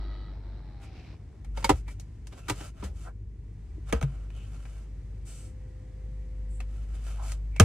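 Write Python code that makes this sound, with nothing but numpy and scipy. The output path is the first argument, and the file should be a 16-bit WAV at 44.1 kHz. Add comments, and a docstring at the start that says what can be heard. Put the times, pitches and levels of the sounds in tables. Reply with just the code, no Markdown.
"""A car's rear armrest and the refrigerator hatch behind it knock and boom in the padded cabin.
First a geared motor whirrs a console lid away. Then a hand unlatches the armrest, lowers it, opens
the hatch and at last slams it shut. Each blow makes a plastic panel ring; hand, sleeve and hinges rub.
The idling engine hums underneath, and the refrigerator's fan sings faintly while the hatch is open."""
import sys
import numpy as np
from scipy import signal
from scipy.fft import rfft, irfft, next_fast_len
from scipy.io import wavfile
from scipy.ndimage import map_coordinates

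SR = 44100
rng = np.random.default_rng(int(sys.argv[2]) if len(sys.argv) > 2 else 0)


def to_wav(s):
    """Save 16-bit WAV."""
    ch = np.atleast_2d(s).T  # columns
    pcm = np.round(np.clip(ch, -1, 1) * 32767)  # PCM
    wavfile.write(sys.argv[1], SR, pcm.astype(np.int16))


N = 336924
TIME = np.arange(N) / SR  # seconds since the start
AGE = np.arange(SR // 2) / SR  # seconds since a knock

# Levels in the tables are relative; t60 is the time a sound takes to fall by 60 dB.
# tone colour of rubbing: f/Hz, level/dB
RUB_SPECTRUM = [(560, -1.5), (950, -11), (1400, -5.5), (1900, -11.5), (2700, -6.5), (5000, -18.5),
                (8200, -21.5), (11000, -29), (14000, -39)]
# tone colour of clicks and thuds: f/Hz, level/dB
CLICK_SPECTRUM = [(400, 3), (1600, -3.5), (2400, 0), (3300, -8), (5000, -17), (9000, -22), (16000, -43)]


def amp(db):
    """Turn decibels into a gain."""
    return 10 ** (np.asarray(db) / 20)


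def unit(x):
    """Scale to an average strength (rms) of 1."""
    return x / np.sqrt(np.mean(x ** 2) + 1e-20)


def along(points, hz):
    """Read between (frequency, value) points on a log axis."""
    f, values = np.transpose(points)
    return np.interp(np.log(hz + 1), np.log(f + 1), values)


def over_time(points):
    """Join (time, value) points into one value per sample."""
    return np.interp(TIME, *np.transpose(points))


def between(start, end, edge):
    """1 from start to end, with ramps edge seconds long."""
    return np.clip(np.minimum(TIME - start, end - TIME) / edge + .5, 0, 1)


def fade(t60, rise):
    """Rise quickly, then die away."""
    return np.exp(-np.log(1000) * AGE / t60) * (1 - np.exp(-AGE / rise))


def wobble(rate, size=N):
    """A smooth curve through rate random values a second."""
    values = rng.standard_normal(int(size * rate / SR) + 4)
    return map_coordinates(values, [np.arange(size) * rate / SR])


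def add(track, s, sound):
    """Mix a sound into the track at s seconds."""
    part = track[:, max(round(s * SR), 0):][:, :sound.shape[-1]]
    part += sound[..., :part.shape[-1]]


def tone(hz, waver):
    """A slightly unsteady sine of rms 1."""
    return np.sqrt(2) * np.sin(2 * np.pi * np.cumsum(hz * (1 + waver * wobble(25))) / SR)


def resonance(hz, width):
    """A spectrum with one peak, as (f/Hz, level/dB) rows."""
    f = hz * 2 ** np.linspace(-4, 4, 401)
    return np.c_[f, -10 * np.log10(1 + ((f / hz - hz / f) * hz / width) ** 4)]


def noise(spectrum, size=N, band=None):
    """Stereo noise of rms 1 with the given tone colour, optionally within one band."""
    # how alike left and right are: f/Hz, likeness (1 = the same)
    likeness = [(250, 0.98), (700, 0.6), (2000, 0.94), (4500, 0.19), (10000, 0.8)]
    m = next_fast_len(size)
    hz = np.fft.rfftfreq(m, 1 / SR) + 1
    gain = amp(along(spectrum, hz))
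    if band:
        gain = gain / np.sqrt((1 + (band[0] / hz) ** 8) * (1 + (hz / band[1]) ** 8))
    spread = np.arccos(np.clip(along(likeness, hz), -1, 1)) / 2
    white = rfft(rng.standard_normal((2, m)))
    mid, side = irfft(white * gain * [np.cos(spread), np.sin(spread)], m)[:, :size]
    return unit(np.array([mid + side, mid - side]))


def tilted(db, bright_db):
    """Low, middle and high levels: harder contact favours the treble."""
    return db - bright_db, db, db + bright_db


def rustle(db, bright_db, size):
    """Rubbing noise in three bands, the middle one eased by 1 dB."""
    # borders of the bands: f/Hz
    edges = [500, 1800, 5500, 16000]
    return sum(amp(level - (k == 1)) * noise(RUB_SPECTRUM, size, edges[k:k + 2])
               for k, level in enumerate(tilted(db, bright_db)))


def stroke(start, end, pressure_db=1.5):
    """Friction swells and dies, catching and slipping on the way; gives its onset and strength."""
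    edge = .025 + (end - start) / 10
    t = np.arange(int((end - start + 2 * edge) * SR)) / SR
    swell = np.sin(np.pi / 2 * np.clip(np.minimum(t, t[-1] - t) / (2 * edge), 0, 1)) ** 2
    slips_db = 2 * wobble(420, len(t))
    return start - edge, swell * unit(amp(slips_db + pressure_db * wobble(32.6, len(t))))


def lid_motor(home_s, full_load_s=0.99, gear_hz=50.1, whine_hz=907):
    """Gears whirr, rattle and hiss; the motor slows and strains as the lid nears its stop."""
    # tones of the first gears' meshing teeth: f/Hz, level/dB
    mesh_tones = [(301, -61), (350, -66), (1249, -66.5), (1297, -68), (1952, -70.5), (3002, -77),
                  (3305, -76.5), (3895, -72), (4307, -79), (4554, -75.5)]
    # tone colour of the whirr: f/Hz, level/dB
    whirr_spectrum = [(150, -28), (240, -9), (320, -0.5), (430, -12), (680, -9), (1100, -16.5),
                      (2200, -21.5), (2750, -28), (5400, -29.5), (7000, -55)]
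    load = np.clip(2 * TIME / full_load_s - 1, 0, 1)
    speed = 1 - 0.19 * load
    first_stage, moving = between(-1, 0.31, edge=0.1), between(-1, home_s, edge=0.034)
    surge_db = 7.5 * np.exp(-TIME / 0.26)
    run_on = amp(-66) * between(home_s, 1.447, edge=0.11)
    effort = moving * amp(-59 + surge_db) + run_on
    mesh = sum(amp(db + 2) * unit(amp(3 * wobble(70))) * tone(hz, waver=0.0025)
               for hz, db in mesh_tones)
    housing = resonance(4000, width=550)
    rasp = noise(housing, round(SR / gear_hz))
    buzz = amp(-66) * rasp[:, np.arange(N) % rasp.shape[1]]  # the same rasp on every turn
    hiss = moving * amp(-73) * noise(housing)
    chatter = unit(amp(2.3 * tone(2 * gear_hz * speed, waver=0.048) + wobble(29.66)))
    strain = amp(-73.5 + 11.5 * load) * between(-1, full_load_s, edge=0.18)
    whine = strain * tone(whine_hz * speed, waver=0.0057)
    return chatter * (effort * noise(whirr_spectrum) + hiss + first_stage * (mesh + buzz)) + whine


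def engine_hum(firing_hz=50.74):
    """The idling engine hums at its firing rate, swelling and fading as the listener moves."""
    # strength of the deepest tone: t/s, level/dB
    hum_levels = [(0.0, -32.5), (1.37, -52.5), (1.5, -31), (1.95, -38.5), (2.14, -49), (3.13, -39),
                  (3.53, -47), (3.87, -35.5), (5.82, -41.5), (6.45, -33), (7.6, -32)]
    # higher tones: multiple of the firing rate, level/dB
    harmonics = [(2, -52), (3, -60.5)]
    phase = 2 * np.pi * np.cumsum(firing_hz * (1 + .008 * wobble(3.0))) / SR
    hum = amp(over_time(hum_levels) - 1 + 0.83 * wobble(8.1)) * np.sin(phase)
    overtones = sum(amp(db + 2.9 * wobble(6.2)) * np.sin(k * phase) for k, db in harmonics)
    return np.sqrt(2) * (hum + overtones)


def cabin_air():
    """The cabin rumbles steadily and the air vents hiss."""
    # tone colours of rumble and hiss: f/Hz, level/dB
    rumble_spectrum = [(22, -46), (33, -25), (45, -2), (65, 5.5), (85, -0.5), (110, -2), (170, -12),
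                       (450, -23), (620, -47.5), (2000, -92.5)]
    hiss_spectrum = [(350, -17.5), (600, -4), (830, -4.5), (1400, -10.5), (2000, -7.5), (3300, -15.5),
                     (8300, -19.5), (12000, -31.5), (16000, -50.5)]
    # strength of the hiss: t/s, level/dB
    hiss_levels = [(0, -77.5), (2, -69), (3.25, -75.5), (3.7, -69), (7.6, -68.5)]
    return amp(-45.5) * noise(rumble_spectrum) + amp(over_time(hiss_levels)) * noise(hiss_spectrum)


def lid_rails(home_s, enter_s=.812, scuff_s=0.051):
    """The lid scuffs into its rails and slides home along them."""
    # tone colour of the slide: f/Hz, level/dB
    slide_spectrum = [(900, -23), (1800, -7.5), (2420, 1), (3300, -7.5), (4100, -12), (4800, -7),
                      (6000, -13.5), (7500, -26), (14000, -40)]
    out = np.zeros((2, N))
    s, grip = stroke(enter_s, enter_s + scuff_s)
    add(out, s, grip * rustle(db=-63.5, bright_db=-3, size=len(grip)))
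    s, grip = stroke(enter_s, home_s)
    add(out, s, amp(-62.5) * grip * noise(slide_spectrum, len(grip)))
    return out


def ticks():
    """Light clicks, each with a brief rattle and ping."""
    # The first is a bare click as the hum jumps up; the rest are catches, hinges and fingernails.
    # clicks: t/s, tick level/dB, snap level/dB, ping f/Hz
    clicks = [(1.446, -50.5, -57.5, 800), (1.997, -53.5, -44.5, 2200), (2.27, -51.5, -47.5, 2700),
              (3.898, -47, -56, 2250), (4.302, -52.5, -63.5, 2480), (4.653, -47.5, -67, 800),
              (6.603, -39, -48, 2620), (7.318, -42, -38.5, 1270), (7.562, -40, -49, 2600)]
    out = np.zeros((2, N))
    for s, tick_db, snap_db, hz in clicks:
        click = fade(0.017, 0.0017) + amp(-15.5) * fade(0.11, 0.0043)
        tick = amp(tick_db) * noise(CLICK_SPECTRUM, len(AGE), (500, 5000))
        snap = amp(snap_db) * noise(CLICK_SPECTRUM, len(AGE), (5000, 16000))
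        ping = amp(tick_db - 2) * fade(.04, 2 / hz) * np.sin(2 * np.pi * hz * AGE)
        add(out, s, 2 * click * (tick + snap) + ping)
    return out


def rubs():
    """Hand and sleeve rustle over leather and trim."""
    # strokes: start t/s, end t/s, level/dB, brightness/dB per band
    strokes = [(1.561, 1.628, -57, -2.5), (1.752, 1.796, -60, 2), (1.882, 1.93, -63, 2),
               (2.554, 2.688, -55, 0), (2.757, 2.874, -63.5, -4), (2.95, 3.09, -66, 1.5),
               (3.872, 3.914, -58.5, -2.5), (3.934, 3.984, -52, -8), (4.068, 4.251, -68.5, -5),
               (4.323, 4.834, -67.5, -1.5), (7.04, 7.138, -59.5, -0.5), (7.227, 7.331, -55.5, 2)]
    out = np.zeros((2, N))
    for start, end, db, bright_db in strokes:
        s, grip = stroke(start, end)
        add(out, s, grip * rustle(db, bright_db, len(grip)))
    return out


def trim_creak(friction, t60=0.076, ring_db=-4.5):
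    """Friction sets the trim's many resonances creaking."""
    response = rng.standard_normal(len(AGE)) * fade(t60, 1 / SR)
    ringing = signal.fftconvolve(friction, response[None] / np.linalg.norm(response), axes=1)[:, :N]
    return (friction + amp(ring_db) * ringing) / np.hypot(1, amp(ring_db))


def ring(modes, band_levels, scatter_db=2.5):
    """A struck part rings at its own tones (modes); low ones travel slower and arrive later."""
    out = 0
    for hz, db, t60 in modes:
        scatter, phase = rng.standard_normal(2)
        level = db + scatter_db * scatter + np.interp(hz, [1300, 2100, 6000], band_levels)
        envelope = np.interp(AGE - 1.3 / hz, AGE, fade(t60, 0.66 / hz))
        out = out + amp(level) * envelope * np.sin(2 * np.pi * (hz * AGE + phase))
    return out


def blows(rows, modes, colour, rise, ring_db, rattle_db, snap_db, crack_db, tail_t60, thud_db):
    """Each blow starts with a crack, rings and rattles the panel and thuds in its padded frame."""
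    out = np.zeros((2, N))
    for s, db, bright_db, t60 in rows:
        low, middle, high = tilted(db, bright_db)
        tail = amp(-18.5) * fade(tail_t60, 0.0046)  # the upholstery returns very little
        decay = fade(t60, rise) + tail
        crack = amp(crack_db) * fade(0.0045, rise)
        body = amp(ring_db) * ring(modes, (low, middle, high)) * (1 - np.exp(-AGE / rise))
        thud = amp(low + thud_db) * noise(CLICK_SPECTRUM, len(AGE), (150, 900)) * fade(2.4 * t60, rise)
        rattle = amp(middle + rattle_db) * noise(colour, len(AGE), (1000, 5000)) * decay
        snap = amp(high + snap_db) * noise(colour, len(AGE), (5000, 16000)) * (decay + crack)
        add(out, s, body + thud + rattle + snap)
    return out


def armrest():
    """The latch takes up slack and lets go; the padded armrest knocks as it is lowered."""
    # blows on latch and armrest: t/s, level/dB, brightness/dB per band, t60/s
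    latch_clicks = [(1.572, -43, -8.5, 0.047), (1.625, -51.5, -8.5, 0.07), (1.643, -23.5, -3.5, 0.027)]
    knocks = [(1.692, -25.5, -6, 0.058), (1.6925, -28, -15.5, 0.035), (1.879, -53, -2.5, 0.043),
              (2.322, -59, -8, 0.12), (2.482, -40.5, -3.5, 0.11), (2.4965, -27, -2.5, 0.033),
              (2.604, -52, -9, 0.09), (2.824, -55.5, -17.5, 0.11), (2.836, -52, -0.5, 0.164)]
    # their ringing tones: f/Hz, level/dB, t60/s
    latch_modes = [(540, -8.5, .09), (907, 2.5, 0.049), (2190, -1, .047), (4400, 0.5, 0.041),
                   (4830, 2.5, 0.039)]
    panel_modes = [(300, 3.5, 0.074), (400, -5, 0.083), (524, -10, 0.09), (782, -6, 0.072),
                   (894, -4.5, 0.06), (979, -3.5, 0.06), (1182, -10, .06), (1286, -10, 0.088),
                   (1990, -11.5, 0.069), (2720, -9, .06)]
    # tone colour of the contact: f/Hz, level/dB
    colour = [(710, -26.5), (1200, -7), (1790, -11.5), (2090, -11.5), (3550, -14), (4600, -17.5),
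              (7910, -17.5), (16000, -34.5)]
    padded = dict(rise=0.0027, ring_db=1.0, rattle_db=6.5, snap_db=3.5, crack_db=-3.5,
                  tail_t60=0.15, thud_db=-5.5)
    knocking = blows(knocks, panel_modes, colour, **padded)
    return knocking + blows(latch_clicks, latch_modes, colour, **padded)


def booms():
    """Knocked panels and the cabin air boom, taking about one cycle to build up."""
    # deep tones: t/s, f/Hz, peak level/dB, t60/s
    deep_tones = [(1.7, 121.5, -25.5, 0.23), (1.726, 72.8, -21.5, 0.12), (2.509, 114.7, -27.5, 0.12),
                  (2.83, 191, -36, 0.19), (2.837, 71.2, -30.5, 0.63), (3.781, 312, -38.5, 0.039),
                  (3.932, 206, -29.5, 0.097), (3.94, 66, -20.5, 0.21), (4.033, 136.6, -19, 0.2),
                  (7.602, 203, -7, 0.034), (7.604, 96.6, -8.5, 0.7)]
    out = np.zeros((2, N))
    for s, hz, db, t60 in deep_tones:
        swell = fade(t60, 0.39 / hz)
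        add(out, s, amp(db) * swell / swell.max() * np.sin(2 * np.pi * hz * AGE))
    return out


def scrapes():
    """Each scrape stirs just one resonance."""
    # strokes: start t/s, end t/s, f/Hz, width/Hz, level/dB
    strokes = [(1.88, 1.904, 2100, 500, -51), (2.4, 2.502, 2660, 150, -63),
               (3.049, 3.094, 1430, 500, -53.5), (3.063, 3.1, 640, 443, -50),
               (4.329, 4.476, 2860, 713, -63.5), (6.504, 6.589, 8100, 1500, -65),
               (7.18, 7.255, 844, 400, -50.5), (7.543, 7.613, 2250, 300, -53.5)]
    out = np.zeros((2, N))
    for start, end, hz, width, db in strokes:
        s, grip = stroke(start, end)
        add(out, s, amp(db) * grip * noise(resonance(hz, width), len(grip)))
    return out


def hinges(growth_db_per_s=21.5):
    """A hinge rubs louder as its swing gathers speed."""
    # swings of the armrest, then the hatch: start t/s, end t/s, final level/dB
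    swings = [(2.279, 2.489, -61.5), (6.678, 7.316, -58)]
    out = np.zeros((2, N))
    for start, end, db in swings:
        s, grip = stroke(start, end, pressure_db=3.8)
        speed = amp(growth_db_per_s * (s + np.arange(len(grip)) / SR - end))
        add(out, s, speed * grip * rustle(db, bright_db=-2, size=len(grip)))
    return out


def hatch():
    """The plastic hatch clacks open and later slams shut with a hard crack."""
    # blows: t/s, level/dB, brightness/dB per band, t60/s
    knocks = [(3.9255, -26, -0.5, 0.041), (3.982, -61, -9, 0.036), (4.0125, -39, 0.5, 0.032),
              (4.026, -36, 1, 0.049), (7.5985, -12.5, 3, 0.045)]
    # ringing tones: f/Hz, level/dB, t60/s
    modes = [(256, 3.5, 0.06), (460, 2.5, 0.117), (656, 0.5, 0.076), (800, -1.5, 0.048), (1243, 3, 0.043),
             (1574, -6, 0.037), (2250, 5.5, 0.014), (3160, -3, 0.026), (6380, -7, 0.027),
             (8780, -14.5, 0.025)]
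    # tone colour of the contact: f/Hz, level/dB
    colour = [(710, -6), (1250, -0.5), (1590, -4), (1780, -10.5), (2300, -6), (2750, -7.5), (4500, -17.5),
              (9010, -18), (10100, -25), (16000, -35)]
    return blows(knocks, modes, colour, rise=0.0005, ring_db=-1.5, rattle_db=0.0, snap_db=-12.5,
                 crack_db=13.5, tail_t60=0.21, thud_db=-3.5)


def fridge_fan(open_s=(4.05, 7.5), close_by_s=(5.33, 6.77)):
    """The fan sings through the open hatch, louder while the listener is close."""
    heard = between(*open_s, edge=0.26) * amp(-73.5 + 8 * between(*close_by_s, edge=0.26))
    return heard * (tone(511, waver=0.0019) + amp(-14.5) * noise(resonance(1970, width=350)))


def sleeve(start=5.262, end=5.49, fade_db_per_s=34):
    """A sleeve slips over the seat with a silky sheen, fading as the arm slows."""
    touching = between(start, np.inf, edge=0.031) * between(-np.inf, end, edge=0.094)
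    slide = touching * amp(-fade_db_per_s * abs(TIME - start) + wobble(30))
    cloth = rustle(db=-60, bright_db=4, size=N)
    sheen = amp(-57) * noise(resonance(8150, width=1200))
    return slide * (cloth + sheen)


def trim_echoes(hz, count=9):
    """Glass and hard trim return the treble within milliseconds, differently on each side."""
    delays = rng.uniform(.0015, .009, (count, 2, 1))
    echoes = sum((-1) ** k * np.exp(-2j * np.pi * hz * d) for k, d in enumerate(delays))
    share = amp(-19.0) * (1j * hz / (1200 + 1j * hz)) ** 2
    return (1 + share * echoes) / np.sqrt(1 + count * abs(share) ** 2)


def from_rear(sound):
    """Sound from the rear arrives with echoes, out of step and unequal on the two sides."""
    # left minus right: f/Hz, level/dB
    balance = [(100, 0.92), (380, 2.5), (850, -4.5), (1500, 0), (4000, -0.5)]
    # how far left runs ahead of right: f/Hz, phase/rad
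    lead = [(280, 0), (680, -1.8), (1400, -0.2), (3800, -0.54), (6000, -1.4)]
    m = next_fast_len(N + SR // 4)
    hz = np.fft.rfftfreq(m, 1 / SR)
    ears = np.array([[.5], [-.5]])
    lean = amp(along(balance, hz) * ears) * np.exp(1j * along(lead, hz) * ears)
    return irfft(rfft(sound, m) * trim_echoes(hz) * lean / lean.mean(0), m)[:, :N]


def scene(lid_home_s=1.15):
    """Mix knocks, friction and background with the console lid in front."""
    knocks = armrest() + hatch() + booms() + ticks()
    friction = trim_creak(rubs() + hinges() + scrapes() + sleeve())
    background = engine_hum() + fridge_fan() + cabin_air()
    return from_rear(knocks + friction + background) + lid_motor(lid_home_s) + lid_rails(lid_home_s)


def record(dry):
    """Round off the highest peaks and cut the very top of the treble."""
    ceiling, top_hz = .88, 15900
    rounded = dry / (1 + (dry / ceiling) ** 6) ** (1 / 6)
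    m = next_fast_len(N + SR // 4)
    low_pass = np.interp(np.fft.rfftfreq(m, 1 / SR), [top_hz - 500, top_hz + 300], [1, 0])
    return irfft(rfft(rounded, m) * low_pass, m)[:, :N]


dry = scene()
out = record(dry)
to_wav(out)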